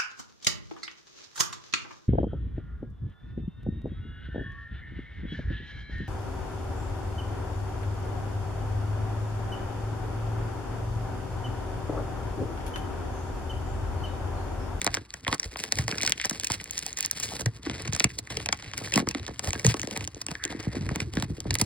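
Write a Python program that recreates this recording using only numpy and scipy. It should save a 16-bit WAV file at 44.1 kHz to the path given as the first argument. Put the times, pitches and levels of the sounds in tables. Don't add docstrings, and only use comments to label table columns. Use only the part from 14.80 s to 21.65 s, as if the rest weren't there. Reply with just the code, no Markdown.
import sys
import numpy as np
from scipy import signal
from scipy.fft import rfft, irfft, next_fast_len
from scipy.io import wavfile

SR = 44100
rng = np.random.default_rng(int(sys.argv[2]) if len(sys.argv) > 2 else 0)


def to_wav(s):
    ch = np.atleast_2d(s).T
    pcm = np.round(np.clip(ch, -1, 1) * 32767)
    wavfile.write(sys.argv[1], SR, pcm.astype(np.int16))


N = 302167
TIME_S = np.arange(N) / SR
FRAME, FFT_SIZE = 4096, next_fast_len(N, True)
FRAME_HZ = np.maximum(np.arange(FRAME // 2 + 1) * SR / FRAME, 1)
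ALL_HZ = np.maximum(np.arange(FFT_SIZE // 2 + 1) * SR / FFT_SIZE, 1)
BEND_MS = 4.93

# time_s, level_db
GRIP_EFFORT = [(0, -54), (.14, -42), (.3, -59), (.75, -47.5), (.88, -49.5), (1.1, -43.5), (1.45, -50),
               (2.2, -58), (2.7, -46), (3.2, -43.5), (3.4, -45), (3.9, -50.5), (4.2, -42), (4.55, -46.5),
               (4.9, -41), (5.3, -47), (5.65, -50), (6.05, -33.5), (6.58, -43), (6.85, -33.5)]


def undb(db):
    return 10 ** (np.asarray(db) / 20)


def unit(x):
    return x / np.sqrt(np.mean(np.abs(x) ** 2))


def colour(hz, points):
    freq_hz, db = np.transpose(points)
    return undb(np.interp(np.log(hz), np.log(freq_hz), db)) * np.minimum(hz / freq_hz[0], 1) ** 2


def noise(points):
    white = rfft(rng.standard_normal(FFT_SIZE))
    return unit(irfft(white * colour(ALL_HZ, points), FFT_SIZE)[:N])


def wander(rate_hz):
    knots = rng.standard_normal(N // 50)
    return 1.88 * np.interp(TIME_S * rate_hz, np.arange(len(knots)), knots)


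def add(out, time_s, spectrum):
    wave = np.roll(irfft(spectrum), FRAME // 2)
    at = int(time_s * SR) - FRAME // 2 + np.arange(FRAME)
    inside = (at >= 0) & (at < N)
    out[at[inside]] += wave[inside]


def bending(hz, travel_ms, on_time_hz):
    khz, on_time_khz = hz / 1000, on_time_hz / 1000
    return np.exp(-2j * np.pi * travel_ms * (2 * np.sqrt(khz) - khz / np.sqrt(on_time_khz)))


def contact(hz, tilt_db_oct, body_db, pivot_hz=2900, body_hz=1400):
    octaves = np.clip(np.log2(hz / pivot_hz), -.4, 2.2)
    return undb(tilt_db_oct * octaves + body_db / (1 + (hz / body_hz) ** 6))


def card_motion(attack_s=.02, release_s=.017, creep_tilt_db_oct=2.3, creep_body_db=2.5):
    # start_s, length_s, level_db, tilt_db_oct, body_db
    strokes = [(0.0, .17, -51, 0.5, 5.5), (0.45, .09, -50, 1.5, 9), (0.61, .06, -55, 5.5, 10),
               (0.752, .08, -49, 4, 0.5), (0.935, .11, -47, 4, 7.5), (1.067, .11, -49, 2.5, 8.5),
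               (1.185, .12, -46, -1, 0), (1.387, .07, -44, -3.5, -31), (1.492, .18, -52, 2.5, 1),
               (1.693, .05, -44, 2.5, -5), (1.914, .18, -51, 4, -6.5), (2.154, .13, -47.5, -2, -11.5),
               (2.342, .12, -44, 4.5, -2), (2.475, .14, -49, 4.5, 4.5), (2.829, .26, -50, -2, 1),
               (3.116, .12, -48, 0.5, -6), (3.28, .11, -58, 3.5, -8), (3.494, .17, -55, 1, 1.5),
               (3.745, .2, -53.5, -3.5, -6.5), (3.965, .13, -48, 3, 2), (4.118, .08, -40, 0.5, 8),
               (4.286, .22, -55, -2.5, 0), (4.62, .07, -43.5, 5.5, 11.5), (4.727, .1, -55, 4.5, 10),
               (4.837, .07, -41, 3.5, 2.5), (4.93, .31, -54, 3, 8.5), (5.485, .07, -55, 3, 11),
               (5.634, .22, -52, 0, 7.5), (5.897, .32, -54.5, -0.5, 8), (6.337, .11, -52, 0, 5),
               (6.639, .12, -55.5, -1.5, 9), (6.78, .07, -51.5, 6.5, 7.5)]
    # time_s, level_db
    creep = [(0, -62), (.28, -68), (.85, -57), (1.35, -54), (2.3, -55.5), (2.72, -64), (3.05, -58),
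             (3.43, -63), (3.95, -57), (4.25, -64), (4.8, -58), (5.4, -63), (6.55, -62), (6.85, -59.5)]
    power = undb(np.interp(TIME_S, *np.transpose(creep))) ** 2
    weighted_tone = np.outer([creep_tilt_db_oct, creep_body_db], power)
    for start_s, length_s, level_db, tilt_db_oct, body_db in strokes:
        attack = np.clip((TIME_S - start_s) / attack_s, 0, 1)
        release = np.exp(-np.clip((TIME_S - start_s - length_s) / release_s, 0, 20))
        stroke_power = (undb(level_db) * attack * release) ** 2
        power += stroke_power
        weighted_tone += np.outer([tilt_db_oct, body_db], stroke_power)
    return 10 * np.log10(power), *(weighted_tone / power)


def rustle(level_db, tilt_db_oct, body_db, grains_per_s=650, scatter_db=5.0, hiss=0.65, gain_db=2):
    # freq_hz, gain_db
    slide_colour = [(150, -0.5), (450, -5), (750, -9.5), (1300, -13), (1950, -4.5), (2600, -6.5),
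                    (3100, -10), (3700, -10), (4400, -7), (5900, -11.5), (8000, -16.5), (9500, -21),
                    (11500, -27), (15500, -34)]
    grains = (rng.random(N) < grains_per_s / SR) * rng.choice([-1, 1], N)
    grains = grains * undb(scatter_db * np.minimum(rng.exponential(size=N), 3))
    friction = (unit(grains) + hiss * rng.standard_normal(N)) / np.hypot(1, hiss)
    flutter = undb(2.78 * wander(rate_hz=70))
    sheet = colour(ALL_HZ, slide_colour)
    sheet /= np.sqrt(np.mean((sheet * (ALL_HZ > 1500) * (ALL_HZ < 4500)) ** 2))
    path = bending(np.minimum(ALL_HZ, 2000), BEND_MS, on_time_hz=2000)
    spectrum = rfft(friction * flutter, FFT_SIZE) * sheet * path
    centres_hz = 250 * 2. ** np.arange(7)
    out = 0
    for hz, share in zip(centres_hz, np.eye(len(centres_hz))):
        band_gain = np.interp(np.log(ALL_HZ), np.log(centres_hz), share)
        band = irfft(spectrum * band_gain, FFT_SIZE)[:N]
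        out += band * contact(hz, tilt_db_oct, body_db) * undb(0.65 * wander(rate_hz=90))
    return out * undb(level_db + gain_db)


def grip(flutter=3.0, gain_db=-2):
    # freq_hz, gain_db
    grip_colour = [(20, -45), (40, -9), (60, 2.5), (110, 6.5), (200, -10), (350, -8.5), (600, -35),
                   (1200, -62)]
    level_db = np.interp(TIME_S, *np.transpose(GRIP_EFFORT))
    return noise(grip_colour) * undb(level_db + gain_db + flutter * wander(rate_hz=25))


def air(level_db=-56):
    # freq_hz, gain_db
    air_colour = [(20, -9), (60, 42), (300, -25), (1000, 17), (2000, 8), (3500, -73), (6000, -38),
                  (11000, -20), (16000, -36)]
    return undb(level_db) * noise(air_colour)


def case_path(airborne_hz=2800, echo=0.11, echo_ms=3.0, echo_hz=2400):
    spread, *edges = rng.uniform(-1.01, 1, 5)
    travel_ms = BEND_MS * np.exp(0.286 * spread)
    direct = bending(np.minimum(FRAME_HZ, airborne_hz), travel_ms, airborne_hz)
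    bounces = 0
    for side, distance in np.reshape(edges, (2, 2)):
        delay_s = echo_ms * np.exp(0.868 * distance) / 1000
        bounces += np.sign(side) * np.exp(-2j * np.pi * FRAME_HZ * delay_s) / np.sqrt(2)
    share = echo / (1 + (FRAME_HZ / echo_hz) ** 2)
    return direct * (1 + share * bounces) / np.hypot(1, share)


def buckle(level_db, tilt_db_oct, body_db, slip_ms, facet_hz,
           lead_in_db=-18, lead_in_ms=1.5, ring_db=-16, ring_ms=4.7, facet_q=7):
    # freq_hz, gain_db
    snap_colour = [(150, -11), (450, -12), (750, -8.5), (1300, -7.5), (1950, 6), (2600, 5.5), (3100, 4.5),
                   (3700, 4.5), (4400, 4.5), (5900, 10), (8000, 4.5), (9500, -1.5), (11500, -8.5),
                   (15500, -11)]
    ms = ((np.arange(FRAME) + FRAME // 2) % FRAME - FRAME // 2) * 1000 / SR
    slip_ms = max(slip_ms, .1)
    slip_noise, faint_noise = rng.standard_normal((2, FRAME))
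    fade_ms = slip_ms * np.where(ms < 0, 0.83, 1.76)
    burst = unit(slip_noise * np.exp(-np.abs(ms) / fade_ms))
    burst += undb(ring_db) * unit(faint_noise * (ms > 0) * np.exp(-np.abs(ms) / ring_ms))
    burst += undb(lead_in_db) * unit(faint_noise * (ms < 0) * np.exp(-np.abs(ms) / lead_in_ms))
    burst[0] += rng.choice([-1, 1]) * 0.8 * np.sqrt(FRAME) / (.5 + slip_ms)
    facet = 1 + 1.77 / (1 + 1j * facet_q * (FRAME_HZ / facet_hz - facet_hz / FRAME_HZ))
    spectrum = rfft(burst) * colour(FRAME_HZ, snap_colour) * facet
    spectrum *= contact(FRAME_HZ, tilt_db_oct, body_db) * case_path()
    treble_energy = np.mean(np.abs(spectrum * (FRAME_HZ > 1500)) ** 2)
    return spectrum * np.sqrt(.006 * SR / treble_energy) * undb(level_db)


def clicks():
    # time_s, level_db, tilt_db_oct, body_db, slip_ms, facet_hz
    snaps = [(0.0166, -25, 0.5, -3, 0.35, 3570), (0.0458, -25.5, 4.5, 17, 0.34, 1500),
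             (0.0661, -20.5, -4, 14.5, 0.39, 3780), (0.0753, -25.5, -8, 20, 0.25, 4000),
             (0.143, -22, 0.5, 16, 0.79, 2070), (0.1491, -26, 2, 19, 0.65, 5700),
             (0.1706, -30.5, -11, 11, 0.38, 1620), (0.3052, -40, -5, -11, 0.27, 4470),
             (0.34, -32, -1.5, 15.5, 1.2, 1560), (0.449, -37.5, -7.5, 5, 0.23, 3460),
             (0.4673, -28, -19, 12, .9, 1860), (0.4797, -24.5, -4.5, 13.5, 0.18, 3340),
             (0.5278, -22.5, -7.5, 15.5, .4, 1470), (0.545, -30, 4.5, -3, 1.8, 4580),
             (0.598, -22.5, 0, 8, 0.29, 5430), (0.631, -31, -7, -1, 0.82, 5660),
             (0.643, -34.5, -4, 4, .9, 4300), (0.7587, -35.5, -13, 20.5, 0.17, 3330),
             (0.771, -37, 6, 6, 0.79, 4850), (0.8382, -26.5, 3.5, 10.5, 0.32, 1710),
             (0.923, -18, 1.5, 9.5, 0.49, 3900), (0.9559, -35.5, 4, -4, .4, 3460),
             (0.9873, -23, -0.5, 12, 1.3, 1850), (1.0807, -25, -0.5, 17, 0.6, 1970),
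             (1.1137, -27.5, -7.5, 0, 0.61, 4360), (1.1247, -31, -22, 7, 0.68, 2330),
             (1.1442, -36, -17, 9, 0.55, 1590), (1.1827, -26.5, -3.5, 9, 1.1, 5380),
             (1.2067, -31.5, -26, -3, .4, 3120), (1.2144, -28.5, 5, 5, .5, 3290),
             (1.222, -27, -2, -12, 1.1, 4100), (1.2328, -23, 1.5, 27, 0.64, 2160),
             (1.2503, -28.5, 0, 21, 0.57, 4260), (1.2641, -21.5, 3, -18, .2, 4970),
             (1.2762, -20.5, -1.5, -2, 0.67, 1470), (1.296, -26.5, 7, -1, .3, 2130),
             (1.322, -17.5, 0, 1, 0.11, 3230), (1.3063, -34, 7, 13, .8, 5100),
             (1.3791, -37, -3, 1, 0.38, 3370), (1.3993, -28.5, -14, 0, 0.19, 3180),
             (1.4144, -28, -4, -12, 0.33, 2840), (1.448, -23.5, -7.5, 5, 1.2, 5900),
             (1.4554, -23.5, 5, 15, 1.6, 4860), (1.4973, -23.5, 4.5, 1, 0.97, 3070),
             (1.5103, -30, 0.5, 21, 0.97, 1680), (1.599, -28.5, 0.5, 9, 0.52, 2640),
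             (1.613, -38, -2, -5, 0.37, 6280), (1.6354, -32, 1, 3, .5, 1730),
             (1.646, -23.5, 3, -6, 1.7, 2600), (1.671, -26, 2, -12, 1.4, 2560),
             (1.7016, -29.5, -2, 26.5, 0.93, 7800), (1.7198, -23, 0.5, -12, .5, 2560),
             (1.8005, -37, -11, -5, 1.2, 1910), (1.8421, -35.5, 5, -3, 0.33, 1496),
             (1.9099, -28.5, 8, 16, 0.43, 6740), (1.9794, -25.5, 3, 6, 1.2, 6200),
             (1.9907, -29, 4.5, 3, .5, 5380), (2.0647, -28, 3.5, -4, 0.55, 7500),
             (2.1298, -33, -1, -8, 0.43, 6610), (2.1728, -29, 5, 10, 2.6, 6600),
             (2.1873, -28.5, 3, 11, 1.9, 1860), (2.2076, -23, 8.5, 8, 0.23, 2470),
             (2.2278, -29, 6, -4, 0.67, 2590), (2.2492, -24, -1.5, 8, 2, 4970),
             (2.2607, -25, 12, 3, .4, 6640), (2.3123, -21.5, 9, 11, 0.5, 1640),
             (2.4001, -29.5, 12, 31, 0.69, 1450), (2.4329, -24.5, 1, 4, 3.6, 7000),
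             (2.609, -29.5, 4, 17, 3.1, 1530), (2.6602, -25, -1.5, 16.5, 0.93, 1920),
             (2.864, -37, -5.5, 21, 1.6, 1620), (2.8979, -30.5, -9, 12.5, 0.13, 3500),
             (3.0213, -38, 3, 7, 0.73, 9600), (3.0778, -31.5, -5, 16.5, 1.6, 6640),
             (3.1254, -35, -1, 24, 0.76, 4150), (3.1339, -26, -0.5, -7, 1.4, 6700),
             (3.15, -27, -2.5, 16, 1.3, 7300), (3.1636, -30, 0, 22.5, 0.99, 9750),
             (3.1983, -19.5, 7, 6, 0.38, 5650), (3.2036, -20, -10.5, 6, 0.73, 4300),
             (3.2429, -13.5, -1.5, 11.5, 0.87, 8800), (3.3033, -40.5, -17, -1, .35, 9250),
             (3.388, -26, 4, 18.5, 2.3, 4050), (3.473, -40, -6, 0, 0.33, 1810),
             (3.5046, -32.5, -2, 19, 3.6, 3150), (3.5709, -25.5, -2, 15, 0.59, 3230),
             (3.6014, -36.5, -7, 13.5, 0.54, 9250), (3.6603, -26.5, -3.5, 12, 0.68, 9600),
             (3.6889, -24, -11, 15, 0.32, 5300), (3.7273, -19, -5, 9.5, 1, 6850),
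             (3.825, -41, -6, 23, 1, 3900), (3.9357, -33.5, -5, 15.5, 0.73, 3300),
             (3.9787, -28.5, 3.5, 7, 0.64, 2330), (4.074, -37, -5, 15, 0.69, 1770),
             (4.1223, -29, -4, -6, 0.91, 1860), (4.1392, -20, -1.5, -15, 1.1, 2800),
             (4.1588, -19.5, 0.5, 2, 1, 2700), (4.1768, -21, 0.5, 27, 0.67, 1900),
             (4.189, -35, 10, 12, .7, 2060), (4.272, -35, -6, 24, 1.2, 2020),
             (4.2885, -23, 2, -18, 0.7, 4420), (4.3115, -31, -1, 9, 1.7, 2500),
             (4.3486, -29, -5, 18, .75, 3600), (4.4658, -34.5, -3, 3, .3, 3700),
             (4.4797, -35.5, -3, 21, 1.6, 1720), (4.5944, -26.5, 4, 14, 0.16, 6900),
             (4.6735, -32, 0, 28, 0.64, 1820), (4.7066, -29, -6, -1, 0.58, 7700),
             (4.732, -25.5, -2.5, 13.5, 0.6, 6250), (4.7536, -34.5, -14, 11, 1.3, 1554),
             (4.796, -30.5, 2.5, 20, 1.3, 2250), (4.8478, -21, -2, 7, 1.7, 1880),
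             (4.866, -15.5, 1.5, 15.5, 0.59, 6270), (4.9014, -29, -7, -17, 9.7, 2550),
             (4.9419, -29.5, -3, 25.5, 0.85, 9800), (4.996, -30, -4, 0, 0.61, 2520),
             (5.017, -29, -2, -9, .25, 6740), (5.0318, -31.5, 0, 24, 1, 2040),
             (5.0733, -34, 1, 11, 0.25, 6000), (5.1113, -33, -3.5, 10, 0.27, 2290),
             (5.1632, -29.5, -3, 16, 1.4, 2400), (5.1747, -29, 4, 29, .4, 1930),
             (5.2088, -34.5, -9, 20, 0.53, 2880), (5.2427, -36, 3, -3, 0.82, 2960),
             (5.276, -29.5, 2.5, 15, 0.52, 6760), (5.347, -39.5, -7, -9, 0.27, 6800),
             (5.4163, -29.5, 1.5, 11, 1.4, 4800), (5.466, -29, 0, 11, .5, 8300),
             (5.4853, -33.5, -6.5, 16.5, 0.55, 2800), (5.553, -31.5, -11.5, 17.5, 0.26, 1710),
             (5.6393, -26.5, -1.5, 6, 0.5, 3240), (5.652, -25.5, -2, -3, 0.42, 7500),
             (5.725, -37.5, -8.5, 18, 0.5, 4700), (6.091, -32.5, -8.5, 17, 0.52, 9000),
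             (6.1592, -30, 3, 21, .15, 2170), (6.2033, -25.5, -3.5, 12, 1.3, 2440),
             (6.3367, -37.5, 0, 21.5, 1.2, 3370), (6.371, -29.5, -6, 17.5, .5, 1620),
             (6.4244, -28, 0.5, 16.5, 0.35, 4050), (6.6043, -32, 1.5, 15.5, 0.55, 3150),
             (6.7079, -23, -6, 3, 0.9, 4360), (6.742, -26, 11, 14, .8, 4720),
             (6.7536, -23, 4, 5.5, 0.21, 2030), (6.787, -29, 1, 1, 0.5, 7200),
             (6.8142, -16.5, 3.5, 20.5, 1.2, 10600)]
    out = np.zeros(N)
    for time_s, *snap in snaps:
        add(out, time_s, buckle(*snap))
    return out


def crinkle(rustle_db, rustle_tilt_db_oct, count=120, typical_db=-42.0, follow=0.52, crowding=1.2):
    out = np.zeros(N)
    travel = np.cumsum(undb(crowding * rustle_db))
    onsets = np.searchsorted(travel, travel[-1] * (np.arange(count) + rng.random(count)) / count)
    for i, (size, hardness, hold, slip, patch) in zip(onsets, rng.standard_normal((count, 5))):
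        level_db = typical_db + follow * (rustle_db[i] + 50) + 3.9 * size
        tilt_db_oct = rustle_tilt_db_oct[i] - 5.5 + 3.0 * hardness
        snap = buckle(level_db, tilt_db_oct, body_db=3 + 5 * hold,
                      slip_ms=0.65 * np.exp(.5 * slip), facet_hz=3300 * 2 ** patch)
        add(out, i / SR, snap)
    return out


def bump(level_db, centre_hz, width_oct, travel_ms=6.754, rebound=0.32, rebound_s=0.015, soft_hz=1300):
    phase_turns, gap = rng.random(2)
    bell = (1 + (np.log2(FRAME_HZ / centre_hz) / (1.63 * width_oct)) ** 2) ** -2.5
    blow = bell / (1 + (FRAME_HZ / soft_hz) ** 4) / (1 + (38 / FRAME_HZ) ** 4)
    spectrum = unit(blow) * bending(FRAME_HZ, travel_ms, centre_hz) * np.exp(2j * np.pi * phase_turns)
    bounce = rebound * np.exp(-2j * np.pi * FRAME_HZ * rebound_s * (.5 + gap))
    return spectrum * (1 + bounce) * np.sqrt(.012 * SR) * undb(level_db)


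def taps(count=55, over_grip_db=-3, scatter_db=3.0, centre_hz=340, spread_oct=0.56):
    out = np.zeros(N)
    times_s = (np.arange(count) + rng.random(count)) / count * N / SR
    for time_s, (size, pitch) in zip(times_s, rng.standard_normal((count, 2))):
        level_db = np.interp(time_s, *np.transpose(GRIP_EFFORT)) + over_grip_db + scatter_db * size
        add(out, time_s, bump(level_db, centre_hz * 2 ** (spread_oct * pitch), width_oct=0.56))
    return out


def knocks(gain_db=2.0):
    # time_s, level_db, centre_hz, width_oct
    blows = [(0.108, -36, 59.6, 0.67), (0.178, -39.5, 260.5, 1.7), (0.482, -30, 1056, 0.23),
             (0.494, -31.5, 79.5, 0.74), (0.53, -34.5, 1190, 0.31), (0.535, -34.5, 191, 1.1),
             (0.672, -33.5, 55.7, 0.67), (1.003, -22.5, 107, 0.52), (1.055, -32.5, 118, 0.27),
             (1.135, -36, 198, 1.3), (1.457, -36, 426, 6.2), (1.519, -36, 226, 0.67), (1.718, -34, 86, 1),
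             (1.78, -43, 89, 0.46), (2.067, -45.5, 800, 0.21), (2.522, -41, 780, 0.33),
             (2.541, -39.5, 227, 2.2), (2.615, -38, 368, 1.7), (2.663, -38, 501, 0.75),
             (2.674, -21.5, 117, 0.31), (2.873, -30, 303, 0.35), (2.903, -35, 234, 0.8),
             (3.098, -27.5, 114, 0.53), (3.146, -32.5, 88, 1.3), (3.214, -39, 204, 1),
             (3.257, -23.5, 134.5, 1.05), (3.517, -41, 112, 2), (3.576, -38, 416, 0.25),
             (3.696, -42.5, 206, 0.6), (4.022, -38.5, 222, 1.7), (4.169, -20.5, 195, 0.62),
             (4.205, -30, 205, 0.67), (4.231, -32.5, 256, 0.79), (4.278, -32, 287, 0.74),
             (4.358, -30.5, 277, 0.34), (4.498, -36.5, 195, 2), (4.69, -25.5, 76.3, .6),
             (4.762, -36, 287, 0.64), (4.851, -26.5, 436, 0.4), (4.862, -17.5, 147, .35),
             (4.885, -16.5, 114, 0.51), (4.924, -29, 120, .3), (4.948, -34.5, 337, 0.45),
             (5.046, -35, 174, 1.3), (5.079, -35.5, 382, 0.81), (5.123, -42, 286, 0.71),
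             (5.203, -35, 96.5, 0.3), (5.371, -43.5, 320, 0.86), (5.492, -40.5, 267, 0.38),
             (5.658, -38.5, 356, 0.32), (5.753, -35, 275, 0.52), (5.707, -41.5, 238, .75),
             (5.881, -24, 121, 0.95), (5.971, -30.5, 273, 0.44), (6.014, -31, 156, .35),
             (6.127, -28, 98, 1.47), (6.171, -32, 168, 0.94), (6.225, -32.5, 152, 0.68),
             (6.378, -25, 196, .85), (6.439, -29, 130, 0.98), (6.514, -27, 94.3, 0.89),
             (6.665, -31, 164, 1.25), (6.729, -33, 103, 0.65), (6.827, -26, 146, 1)]
    out = np.zeros(N)
    for time_s, level_db, centre_hz, width_oct in blows:
        add(out, time_s, bump(level_db + gain_db, centre_hz, width_oct))
    return out


def scrape(half_width_hz=230):
    # time_s, resonance_hz, level_db
    push = [(5.588, 1637, -56), (5.625, 1740, -42), (5.65, 1792, -43.5), (5.742, 1990, -49),
            (5.829, 1920, -52), (5.97, 1873, -53), (6.06, 1830, -76)]
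    time_s, resonance_hz, level_db = np.transpose(push)
    rub = rng.standard_normal(N) + 1j * rng.standard_normal(N)
    rub = signal.sosfilt(signal.butter(2, half_width_hz, fs=SR, output="sos"), rub)
    phase_turns = np.cumsum(np.interp(TIME_S, time_s, resonance_hz)) / SR
    ring = unit(np.real(rub * np.exp(2j * np.pi * phase_turns)))
    return ring * np.interp(TIME_S, time_s, undb(level_db), left=0, right=0)


def ports(x, shift=0.041, shift_hz=450):
    # freq_hz, phase_rad
    port_lead = [(0, 0), (110, -0.31), (400, -0.7), (750, -0.7), (1300, -0.48), (1900, 0.1), (2300, 1.08),
                 (2700, 2.17), (3300, 1.48), (4200, 0.72), (5000, 1.7), (5920, 3.14), (12600, 9.42),
                 (15500, 12.4)]
    lead_rad = np.interp(ALL_HZ, *np.transpose(port_lead))
    pair = irfft(rfft(x, FFT_SIZE) * np.exp(.5j * np.outer([1, -1], lead_rad)), FFT_SIZE)[:, :N]
    short_waves = signal.sosfilt(signal.butter(2, shift_hz, "high", fs=SR, output="sos"), pair)
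    return pair + shift * np.outer([1, -1], wander(rate_hz=21)) * short_waves


def room(x, t60_s=0.085, wet_db=-19):
    t = np.arange(SR // 2) / SR
    tail = rng.standard_normal((2, len(t))) * np.exp(-np.log(1000) * t / t60_s) * (t > .003)
    tail = signal.sosfilt(signal.butter(2, [400, 2500], "band", fs=SR, output="sos"), tail)
    tail /= np.sqrt(np.sum(tail ** 2, axis=1, keepdims=True))
    return undb(wet_db) * signal.fftconvolve(x[None], tail, axes=1)[:, :N]


def scene():
    rustle_db, tilt_db_oct, body_db = card_motion()
    plastic = clicks() + crinkle(rustle_db, tilt_db_oct)
    plastic += rustle(rustle_db, tilt_db_oct, body_db) + scrape()
    handling = knocks() + taps() + grip()
    return ports(plastic + handling + air()) + room(plastic + handling)


def record(dry):
    lowpass = signal.ellip(8, .2, 70, 16200, fs=SR, output="sos")
    return signal.sosfilt(lowpass, np.clip(dry, -1, 1))


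dry = scene()
out = record(dry)
to_wav(out)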